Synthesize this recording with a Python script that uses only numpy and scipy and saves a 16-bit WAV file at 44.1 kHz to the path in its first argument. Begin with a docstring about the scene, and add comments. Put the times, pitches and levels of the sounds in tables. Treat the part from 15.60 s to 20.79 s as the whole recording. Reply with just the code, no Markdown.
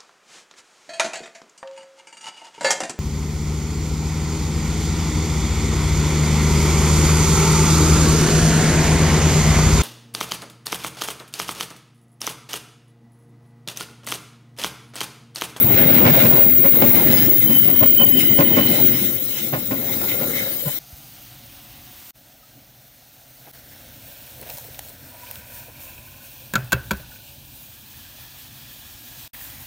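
"""The last coaches of a passenger train roll away round a curve in open country.
First comes a jolting rumble with slack gear knocking; axles, two to a bogie, then clack over a joint.
Flanges hiss and bite, and a high squeal starts strong over a departing wheel's cry.
Mid-way a near squeal slides down in pitch, a wheel rings in bursts and flanges whistle.
At the end the last bogie's roar swells and sinks while the fluttering squeal thins out."""
import sys
import numpy as np
from scipy import signal
from scipy.fft import rfft, irfft
from scipy.io import wavfile
from scipy.ndimage import uniform_filter1d, minimum_filter1d, map_coordinates

SR = 44100
rng = np.random.default_rng(int(sys.argv[2]) if len(sys.argv) > 2 else 0)


def unload_wav(signal):
    """Save mono or channel-first audio to the path in sys.argv[1] as 16-bit WAV at rate SR, clipped to [-1, 1]."""
    wavfile.write(
        sys.argv[1],
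        SR,
        np.round(np.clip(np.atleast_2d(signal).T, -1, 1) * 32767).astype(np.int16),
    )


N = 228800

# Rolling, loudest as bogies pass: t/s, rumble level/dB, rail roar level/dB
ROLLING_LEVELS = [(0, -28, -35.5), (0.17, -20.5, -25), (0.6, -19, -20.5), (1.0, -25, -32.5),
                  (1.3, -25.5, -28), (1.52, -20.5, -27.5), (1.78, -27.5, -38), (2.1, -26, -33.5),
                  (2.32, -29, -40), (2.52, -27, -37.5), (2.88, -24.5, -33.5), (3.1, -24.5, -29),
                  (3.45, -29, -38), (3.62, -37.5, -50.5), (3.88, -36, -47), (4.08, -38, -46),
                  (4.18, -33, -38.5), (4.8, -32.5, -40), (5.01, -45, -44.5)]
# Colour of the rumble: f/Hz, density/(dB per Hz)
RUMBLE_COLOUR = [(30, -61), (70, -34), (95, -5), (125, -1), (175, -5.5), (245, 1.5), (300, -3.5),
                 (360, -2.5), (430, -15.5), (1200, -108)]
# Colour of the rail roar: f/Hz, density/(dB per Hz)
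ROAR_COLOUR = [(300, -45), (430, -3), (570, 2), (690, -3.5), (900, -6), (1200, -11), (4000, -31)]
# Falling pitch of the rail roar: t/s, pitch ratio
ROAR_DOPPLER = [(0, 1.02), (5.19, .94)]
# The last bogie, heard from behind: t/s, level/dB
REAR_LEVEL = [(4.05, -43.5), (4.22, -37), (4.62, -32), (4.9, -39.5), (5.01, -60)]
# Its colour: f/Hz, density/(dB per Hz)
REAR_COLOUR = [(300, -27), (410, -3), (530, 5.5), (680, -12.5), (1120, -14.5), (1400, -4.5), (1700, -21),
               (2200, -9), (2800, -31)]

# Colour of loose gear and grit: f/Hz, density/(dB per Hz)
RATTLE_COLOUR = [(400, -6), (750, -6), (1120, 0), (1400, 4.5), (2500, -1.5), (3700, -7.5), (5000, -18.5),
                 (9000, -33)]
RATTLE_DB, RATTLE_FOLLOWS = 2.5, 1.253   # level/dB at a roar of 0 dB, share of the roar's dB swing
# Taps per second over all parts, their spread either way/dB, ring time to -60 dB/s
RATTLE_PER_S, RATTLE_SPREAD_DB, RATTLE_T60_S = 260, 5, .045

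# Axles drop into a joint: t/s, sleeper thump level/dB, bogie boom level/dB, rail clank level/dB
AXLE_DROPS = [(0.447, -6.5, -11, -10.5), (0.622, -12, -12.5, -19), (1.035, -31, -36, -21.5),
              (1.214, -28, -12.5, -17.5), (1.888, -41, -17.5, -29), (2.068, -31, -23, -31.5),
              (2.204, -16.5, -23.5, -19.5), (2.392, -25, -19, -21.5), (2.782, -13, -14.5, -17),
              (2.963, -44, -16, -20), (3.924, -21.5, -27, -26.5), (4.106, -29, -23.5, -29.5),
              (4.606, -33, -27.5, -35), (5.054, -20.5, -38.5, -35)]
# Modes an axle sets ringing: pitch, wander of the pitch
SLEEPER_HZ, SLEEPER_WANDER_HZ = 122, 24.1
BOGIE_HZ, BOGIE_WANDER_HZ = 252, 37.9
RAIL_HZ, RAIL_WANDER_HZ = 570, 36
# Higher rail modes, against the lowest one: f/Hz, level/dB
UPPER_RAIL_MODES = [(1050, -3), (1470, -7)]
# Dull crunch of the ballast: f/Hz, density/(dB per Hz)
THUD_COLOUR = [(30, -46), (65, -50), (110, 11.5), (260, 1.5), (350, 8.5), (1000, -25)]
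# Loose steel at the joint: f/Hz, density/(dB per Hz)
CLATTER_COLOUR = [(200, -35), (400, 3), (680, 2), (1070, -4), (1800, -4.5), (2100, -2.5), (7000, -35)]
THUD_DB, CLATTER_DB = -5.5, 2   # crunch against the tone it joins; loose steel against the lowest rail mode
LANDING_S, LANDING_DB = .017, -1   # delay and level of the landing on the next rail end, against the drop
HITS_THINNED_BELOW_HZ = 89   # thumps and knocks are thinned below this pitch
# Dull knocks of springs and couplers: t/s, level/dB
KNOCKS = [(0.032, -17), (0.135, -13), (0.247, -13.5), (0.512, -11), (.722, -19), (1.487, -19), (2.737, -25),
          (2.852, -36)]

# Flange hiss before HISS_DB is added: t/s, level/dB
GRIND_LEVEL = [(0, -39), (0.25, -48), (0.6, -31.5), (1.0, -39), (1.35, -30), (2.15, -34), (3.25, -31.5),
               (4.05, -37), (4.33, -32), (5.19, -32)]
# Colour of the hiss: f/Hz, density/(dB per Hz)
HISS_COLOUR = [(2400, -8), (3900, 6), (4500, -6), (5000, -2), (7250, -1), (8500, -1), (9800, 10.5),
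               (11400, 0.5), (13300, 12)]
# Resonances of the wheel discs: f/Hz, relative level/dB
WHEEL_BODY_MODES = [(1390, -5), (1720, -1.5), (2100, 6), (2520, -4.5), (3070, -4), (3680, -6.5),
                    (3970, -8.5)]
# A flange bites: peak t/s, wheel body level/dB, hiss level/dB, time to half power/s
FLANGE_BITES = [(1.59, -27, -21, 0.047), (1.83, -32.5, -21.5, 0.012), (2.61, -28, -20, 0.022),
                (3.15, -37, -24, 0.07), (3.40, -33, -23.5, 0.063), (3.79, -39.5, -27.5, 0.081),
                (4.331, -33, -24, 0.01), (4.508, -30.5, -46, 0.023), (4.77, -31, -28.5, 0.044)]
HISS_DB, WHEEL_WIDTH_HZ = 5, 125
BODY_DB, BODY_FOLLOWS = -13.5, 0.62   # level/dB at a roar of 0 dB, share of the roar's dB swing

# High squeal before UPPER_DB and LOWER_DB are added: t/s, upper modes level/dB, lower modes level/dB
SQUEAL_LEVELS = [(0, -22, -18), (0.4, -17, -27), (0.9, -15.5, -14.5), (1.65, -23, -29), (2.0, -26, -19),
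                 (2.8, -23, -42), (3.25, -24, -24), (3.98, -36, -33), (4.5, -32, -27), (5.19, -40, -30)]
# Upper wheel modes: f/Hz, width/Hz, relative level/dB
UPPER_MODES = [(15385, 8, 0), (15565, 14, -10), (15480, 170, -9)]
# Lower wheel modes: f/Hz, width/Hz, relative level/dB
LOWER_MODES = [(14388, 12, 3), (14567, 10, -11), (14350, 170, -1)]
# The upper modes flare up: peak t/s, level/dB, time to half power/s
UPPER_FLARES = [(.31, -14, 0.014), (2.31, -14, 0.045), (3.26, -10, 0.03)]
# Colour of the sizzle: f/Hz, density/(dB per Hz)
SIZZLE_COLOUR = [(12000, -28), (13750, -10), (14080, 0), (14800, 0), (15400, 6), (15720, 6), (15900, -8)]
UPPER_DB, LOWER_DB, SIZZLE_DB = 9, 3, -33.5

# A squealing wheel passes and its pitch falls: t/s, f/Hz
PASSING_PITCH = [(1.1, 15810), (1.72, 15630), (2.49, 15309), (3.0, 15150), (3.7, 15020)]
PASSING_S, PASSING_DB, PASSING_HALF_S = 2.16, -9, 0.45   # peak t/s, level/dB, time to half power/s
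# A wheel that has already gone by: t/s, f/Hz, level/dB
LEAVING_WHEEL = [(0, 14390, -18), (.65, 14120, -35), (1.3, 14030, -30.5), (3.1, 14015, -41)]

# The ringing wheel: f/Hz, width/Hz, relative level/dB
RING_MODES = [(3031, 10, 0), (3025, 90, -4.5)]
# It binds and sings harder: peak t/s, level/dB, time to half power/s
RING_BINDS = [(1.96, -30, 0.055), (2.411, -25, 0.022), (2.585, -22, 0.024), (2.69, -29.5, 0.012),
              (2.93, -31, 0.0067), (3.04, -26.5, 0.039)]
# Its bending pitch: t/s, pitch ratio
RING_DOPPLER = [(1.75, 1.016), (2.02, 1.005), (2.17, 1.017), (2.55, .999)]
RING_S, RING_DB, RING_HALF_S = 2.6, -33, 0.43   # peak t/s, level/dB, time to half power/s
RING_WAVER, RING_FLUTTER_DB = .0027, 2   # share of its pitch; swing of its level/dB

# Flange whistles and rougher cries: start t/s, end t/s, f/Hz, width/Hz, peak level/dB
WHISTLES = [(1.25, 1.5, 9815, 10, -33), (1.5, 2.08, 10362, 14, -36), (2.45, 3.4, 2030, 36, -32.5),
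            (2.59, 2.68, 2930, 30, -31), (3.1, 3.28, 3975, 25, -39), (3.68, 3.86, 2950, 220, -39),
            (3.0, 5.4, 13263, 14, -38)]
WHISTLE_WAVER_HZ = 14

# Likeness of the two ears: f/Hz, left-right correlation
LIKENESS = [(60, 1), (550, 0.9), (1200, 0.3), (8000, 0.033)]
# Lead of the left ear: t/s, lead/samples
LEFT_LEAD = [(2, 19), (3, 14), (4.2, 13), (5.19, 5)]
TRACK_LEAD = 0.85   # share of that lead for track noise, which comes from further along the line
# Colour of each microphone port: f/Hz, left level/dB, right level/dB
PORT_COLOUR = [(720, 0.5, 0.5), (1170, -5, -0.5), (2480, 0, -1), (3660, 0.5, 6), (4980, 8, 3),
               (7590, 4.5, 8), (10100, 3.5, -20), (14000, 1, -8)]
CUTOFF_HZ = 15780


def rolling():
    """Rough treads shake sleepers and rails in uneven jolts; the last bogie's roar swells late."""
    rumble_db, roar_db = in_time(ROLLING_LEVELS)
    jolts_db = 2 * drift(rate_hz=18)
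    rumble = shaken(RUMBLE_COLOUR) * from_db(rumble_db + jolts_db)
    roar = patchy(bent_pitch(shaken(ROAR_COLOUR), ROAR_DOPPLER), depth_db=3.5)
    roar = roar * from_db(roar_db + jolts_db / 2)
    rear_db = in_time(REAR_LEVEL)[0] + jolts_db / 2
    rear = patchy(rattled(REAR_COLOUR), depth_db=2) * from_db(rear_db)
    return rumble + roar + rear


def rattle():
    """Loose brake gear and grit under the treads give the roar a coarse grain."""
    roar_db = in_time(ROLLING_LEVELS)[1]
    return rattled(RATTLE_COLOUR) * from_db(RATTLE_DB + RATTLE_FOLLOWS * roar_db)


def joint():
    """Each axle drops and lands: sleeper thumps, bogie booms, rail clanks, loose steel clatters."""
    s, thump_db, boom_db, clank_db = np.transpose(AXLE_DROPS)
    thump = wavering(SLEEPER_HZ, SLEEPER_WANDER_HZ) * blows(s, thump_db, rise_s=0.018, t60=0.093)
    bogie = wavering(BOGIE_HZ, BOGIE_WANDER_HZ) + from_db(THUD_DB) * shaken(THUD_COLOUR)
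    boom = bogie * blows(s, boom_db, rise_s=0.009, t60=0.3)
    rail = wavering(RAIL_HZ, RAIL_WANDER_HZ)
    for hz, db in UPPER_RAIL_MODES:
        rail = rail + from_db(db) * wavering(hz, RAIL_WANDER_HZ)
    steel = rail + from_db(CLATTER_DB) * rattled(CLATTER_COLOUR)
    strike_s = np.r_[s, s + LANDING_S]
    strike_db = np.r_[clank_db, clank_db + LANDING_DB]
    return thump + boom + steel * blows(strike_s, strike_db, rise_s=0.011, t60=0.12)


def knocks():
    """Slack running gear bumps with a short, low note."""
    s, db = np.transpose(KNOCKS)
    note = wavering(SLEEPER_HZ, SLEEPER_WANDER_HZ) + from_db(THUD_DB) * shaken(THUD_COLOUR)
    return note * blows(s, db, rise_s=0.014, t60=0.034)


def flanges():
    """Flanges rub the outer rail and bite now and then; the wheel discs colour the scrape."""
    roar_db, hiss_db = in_time(ROLLING_LEVELS)[1], in_time(GRIND_LEVEL)[0]
    s, bite_body_db, bite_hiss_db, half_s = np.transpose(FLANGE_BITES)
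    body_level = with_swells(from_db(BODY_DB + BODY_FOLLOWS * roar_db), zip(s, bite_body_db, half_s))
    hiss_level = with_swells(from_db(HISS_DB + hiss_db), zip(s, bite_hiss_db, half_s))
    chatter_db = drift(rate_hz=20)
    discs = rubbed([(hz, WHEEL_WIDTH_HZ, db) for hz, db in WHEEL_BODY_MODES])
    body = patchy(discs, depth_db=3.0) * body_level * from_db(1.63 * chatter_db)
    hiss = patchy(shaken(HISS_COLOUR), depth_db=4.0) * hiss_level * from_db(chatter_db)
    return body + hiss


def near_wheels():
    """One squealing wheel swells and fades as it passes; another is already leaving."""
    passing = passing_wheel(in_time(PASSING_PITCH)[0]) * swell(PASSING_S, PASSING_DB, PASSING_HALF_S)
    leaving_hz, leaving_db = in_time(LEAVING_WHEEL)
    return passing + passing_wheel(leaving_hz) * from_db(leaving_db)


def passing_wheel(hz):
    """A squeal follows a pitch curve; its paths off ballast and coach interfere and flutter."""
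    carrier = np.exp(2j * np.pi * np.cumsum(hz) / SR)
    paths = np.array([drift(rate_hz=26) + 1j * drift(rate_hz=26) for path in range(3)])
    ears = paths[0] + paths[1:] / 2   # one path shared, one more for each ear
    throb_db = 2 * drift(rate_hz=9)
    return rms_one((ears * carrier).real * from_db(throb_db))


def ringing_wheel():
    """One wheel rings in a low mode as it goes by, wavering, in bursts where it binds in the curve."""
    flutter = rms_one(from_db(RING_FLUTTER_DB * drift(rate_hz=22)))
    level = with_swells(swell(RING_S, RING_DB, RING_HALF_S), RING_BINDS) * flutter
    ring = squealing(RING_MODES, steadiness=0.65)
    return bent_pitch(ring, RING_DOPPLER, RING_WAVER * drift(rate_hz=14)) * level


def whistles():
    """A flange catches and one wheel mode swells, wavers and fades."""
    out = 0
    for start, end, hz, width, db in WHISTLES:
        progress = np.clip((np.arange(N) / SR - start) / (end - start), 0, 1)
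        waver = np.exp(2j * np.pi * np.cumsum(WHISTLE_WAVER_HZ * drift(rate_hz=20)) / SR)
        steady = squealing([(hz, width, 0)], steadiness=.7)
        tone = (signal.hilbert(steady) * waver).real   # slides every partial by the same Hz
        out = out + tone * from_db(db) * np.sin(np.pi * progress)
    return out


def squeal():
    """Wheels far along the curve sing at steady pitches in their highest modes, over a fine sizzle."""
    upper_db, lower_db = in_time(SQUEAL_LEVELS)
    upper_level = with_swells(from_db(upper_db + UPPER_DB), UPPER_FLARES)
    upper = squealing(UPPER_MODES, steadiness=0.6) * upper_level
    lower = squealing(LOWER_MODES, steadiness=0.59) * from_db(lower_db + LOWER_DB)
    flicker_db = drift(rate_hz=20)
    sizzle = patchy(shaken(SIZZLE_COLOUR), depth_db=3) * from_db(SIZZLE_DB + flicker_db)
    return upper + lower + sizzle


def shaken(spectrum):
    """A heavily damped body shaken by rough contact: coloured noise of unit power."""
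    return stereo_noise(from_db(in_hz(spectrum)[0]), in_hz(LIKENESS)[0])


def rubbed(modes):
    """Narrow steel modes fed by friction: resonant noise of unit power."""
    power = 0
    for hz, width, db in modes:
        power = power + from_db(db) ** 2 / width / (1 + ((bins() - hz) / width) ** 2) ** 2
    return stereo_noise(np.sqrt(power), in_hz(LIKENESS)[0])


def squealing(modes, steadiness):
    """Stick-slip holds the modes near a limiting amplitude, so their level is evened out."""
    x = rubbed(modes)
    power = uniform_filter1d(x ** 2, SR // 20, axis=-1) + 1e-6
    return rms_one(x / power ** (np.clip(steadiness, 0, 1) / 2))


def rattled(spectrum, count=8):
    """Several loose parts tap at random, each with a short ring of its own."""
    age = np.arange(SR // 20) / SR
    hits = rng.random((count, N)) < RATTLE_PER_S / count / SR
    taps = hits * from_db(RATTLE_SPREAD_DB * rng.uniform(-1, 1, (count, N)))
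    decay = np.exp(-np.log(1000) * age / RATTLE_T60_S)
    rings = rfft(rng.standard_normal((2, count, len(age))) * decay, N)
    mid, side = np.sum(rings * rfft(taps), axis=1)
    ears = to_ears(mid, side, in_hz(LIKENESS)[0])
    return rms_one(irfft(ears * from_db(in_hz(spectrum)[0]), N))


def wavering(hz, wander_hz):
    """A loaded mode whose pitch never holds still; unit power."""
    pitch = hz + wander_hz * drift(rate_hz=60)
    return rms_one(np.sin(2 * np.pi * (np.cumsum(pitch) / SR + rng.random())))


def stereo_noise(gain, likeness):
    """Random vibration with the given colour, partly alike in both ears."""
    mid, side = rfft(rng.standard_normal((2, N)))
    return rms_one(irfft(gain * to_ears(mid, side, likeness), N))


def to_ears(mid, side, likeness):
    """Two independent spectra blend into left and right ears of the given likeness."""
    alike = np.clip(likeness, -1, 1)
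    return np.sqrt(1 + alike) * mid + np.sqrt(1 - alike) * side * [[1], [-1]]


def patchy(x, depth_db):
    """Many contacts come and go, so each pitch region swells and sinks on its own."""
    cells = signal.stft(x, nperseg=512)[2]
    chance = rng.standard_normal(cells.shape[1:])
    across_pitch = uniform_filter1d(chance, size=4, axis=0)
    patches = uniform_filter1d(across_pitch, size=9, axis=1)   # smoothed along time
    return rms_one(signal.istft(cells * from_db(depth_db * rms_one(patches)))[1][:, :N])


def bent_pitch(x, doppler, waver=0):
    """Motion shifts the pitch: the sound is read faster or slower by the given ratio."""
    read = np.cumsum(in_time(doppler)[0] + waver)
    return np.array([map_coordinates(ear, [read], order=3, mode="wrap") for ear in x])


def blows(times, levels_db, rise_s, t60):
    """Envelope of blows that swell and die away, adding in power."""
    t, power = np.arange(N) / SR, np.zeros(N)
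    for s, db in zip(times, levels_db):
        at = slice(max(int(s * SR), 0), int((s + .5) * SR))
        age = np.maximum(t[at] - s, 0)
        rise = np.minimum(age / rise_s, 1)
        decay = np.exp(-np.log(1000) * np.maximum(age - rise_s, 0) / t60)
        power[at] += (rise * from_db(db) * decay) ** 2
    return np.sqrt(power)


def swell(peak_s, db, half_s):
    """Envelope of a sound that grows and fades evenly about its peak."""
    away = np.minimum(np.abs(np.arange(N) / SR - peak_s) / half_s, 10)
    return from_db(db) * np.exp2(-away ** 2 / 2)


def with_swells(steady, rows):
    """Short swells add their power to a given envelope."""
    return np.sqrt(steady ** 2 + sum(swell(s, db, half_s) ** 2 for s, db, half_s in rows))


def drift(rate_hz):
    """Slow chance with a spread of about 1, its faster motion damped above the rate."""
    count = N // 25   # drawn coarsely, then joined by straight lines
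    hz = np.arange(count // 2 + 1) * SR / N
    slow = irfft(rfft(rng.standard_normal(count)) / (1 + (hz / rate_hz) ** 2), count)
    return np.interp(np.linspace(0, count - 1, N), np.arange(count), rms_one(slow))


def from_db(db):
    """Decibels to gain."""
    return 10 ** (np.asarray(db) / 20)


def rms_one(x):
    """Scale to unit power."""
    return x / np.sqrt(np.mean(x ** 2) + 1e-20)


def in_time(rows):
    """The columns of a curve at every sample."""
    s, *columns = np.transpose(rows)
    return [np.interp(np.arange(N) / SR, s, c) for c in columns]


def bins():
    """Frequency of each spectral bin, at least 1 Hz."""
    return np.maximum(np.arange(N // 2 + 1) * SR / N, 1)


def in_hz(rows):
    """The columns of a spectrum at every bin, joined along log frequency."""
    hz, *columns = np.transpose(rows)
    return [np.interp(np.log(bins()), np.log(hz), c) for c in columns]


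def from_the_side(x, lead):
    """Sound reaches the left microphone first, so the right one is delayed."""
    right = map_coordinates(x[1], [np.arange(N) - lead], order=5, mode="nearest")
    return np.array([x[0], right])


def scene():
    """Track and wheel noise; both move toward the middle as the train recedes."""
    lead = in_time(LEFT_LEAD)[0]
    low_cut = signal.butter(2, HITS_THINNED_BELOW_HZ, "high", fs=SR, output="sos")
    hits = signal.sosfilt(low_cut, joint() + knocks())
    track = rolling() + rattle() + hits
    wheels = flanges() + near_wheels() + ringing_wheel() + whistles() + squeal()
    return from_the_side(track, TRACK_LEAD * lead) + from_the_side(wheels, lead)


def record(dry):
    """Each microphone port has its own colour; a limiter holds the peaks and the top is cut."""
    heard = irfft(rfft(dry) * from_db(in_hz(PORT_COLOUR)), N)
    headroom = 1 / np.maximum(np.abs(heard).max(axis=0), 1)
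    limited = heard * uniform_filter1d(minimum_filter1d(headroom, size=441), size=441)
    top_cut = signal.ellip(14, .1, 80, CUTOFF_HZ, fs=SR, output="sos")
    return signal.sosfilt(top_cut, limited)


dry = scene()
out = record(dry)
unload_wav(out)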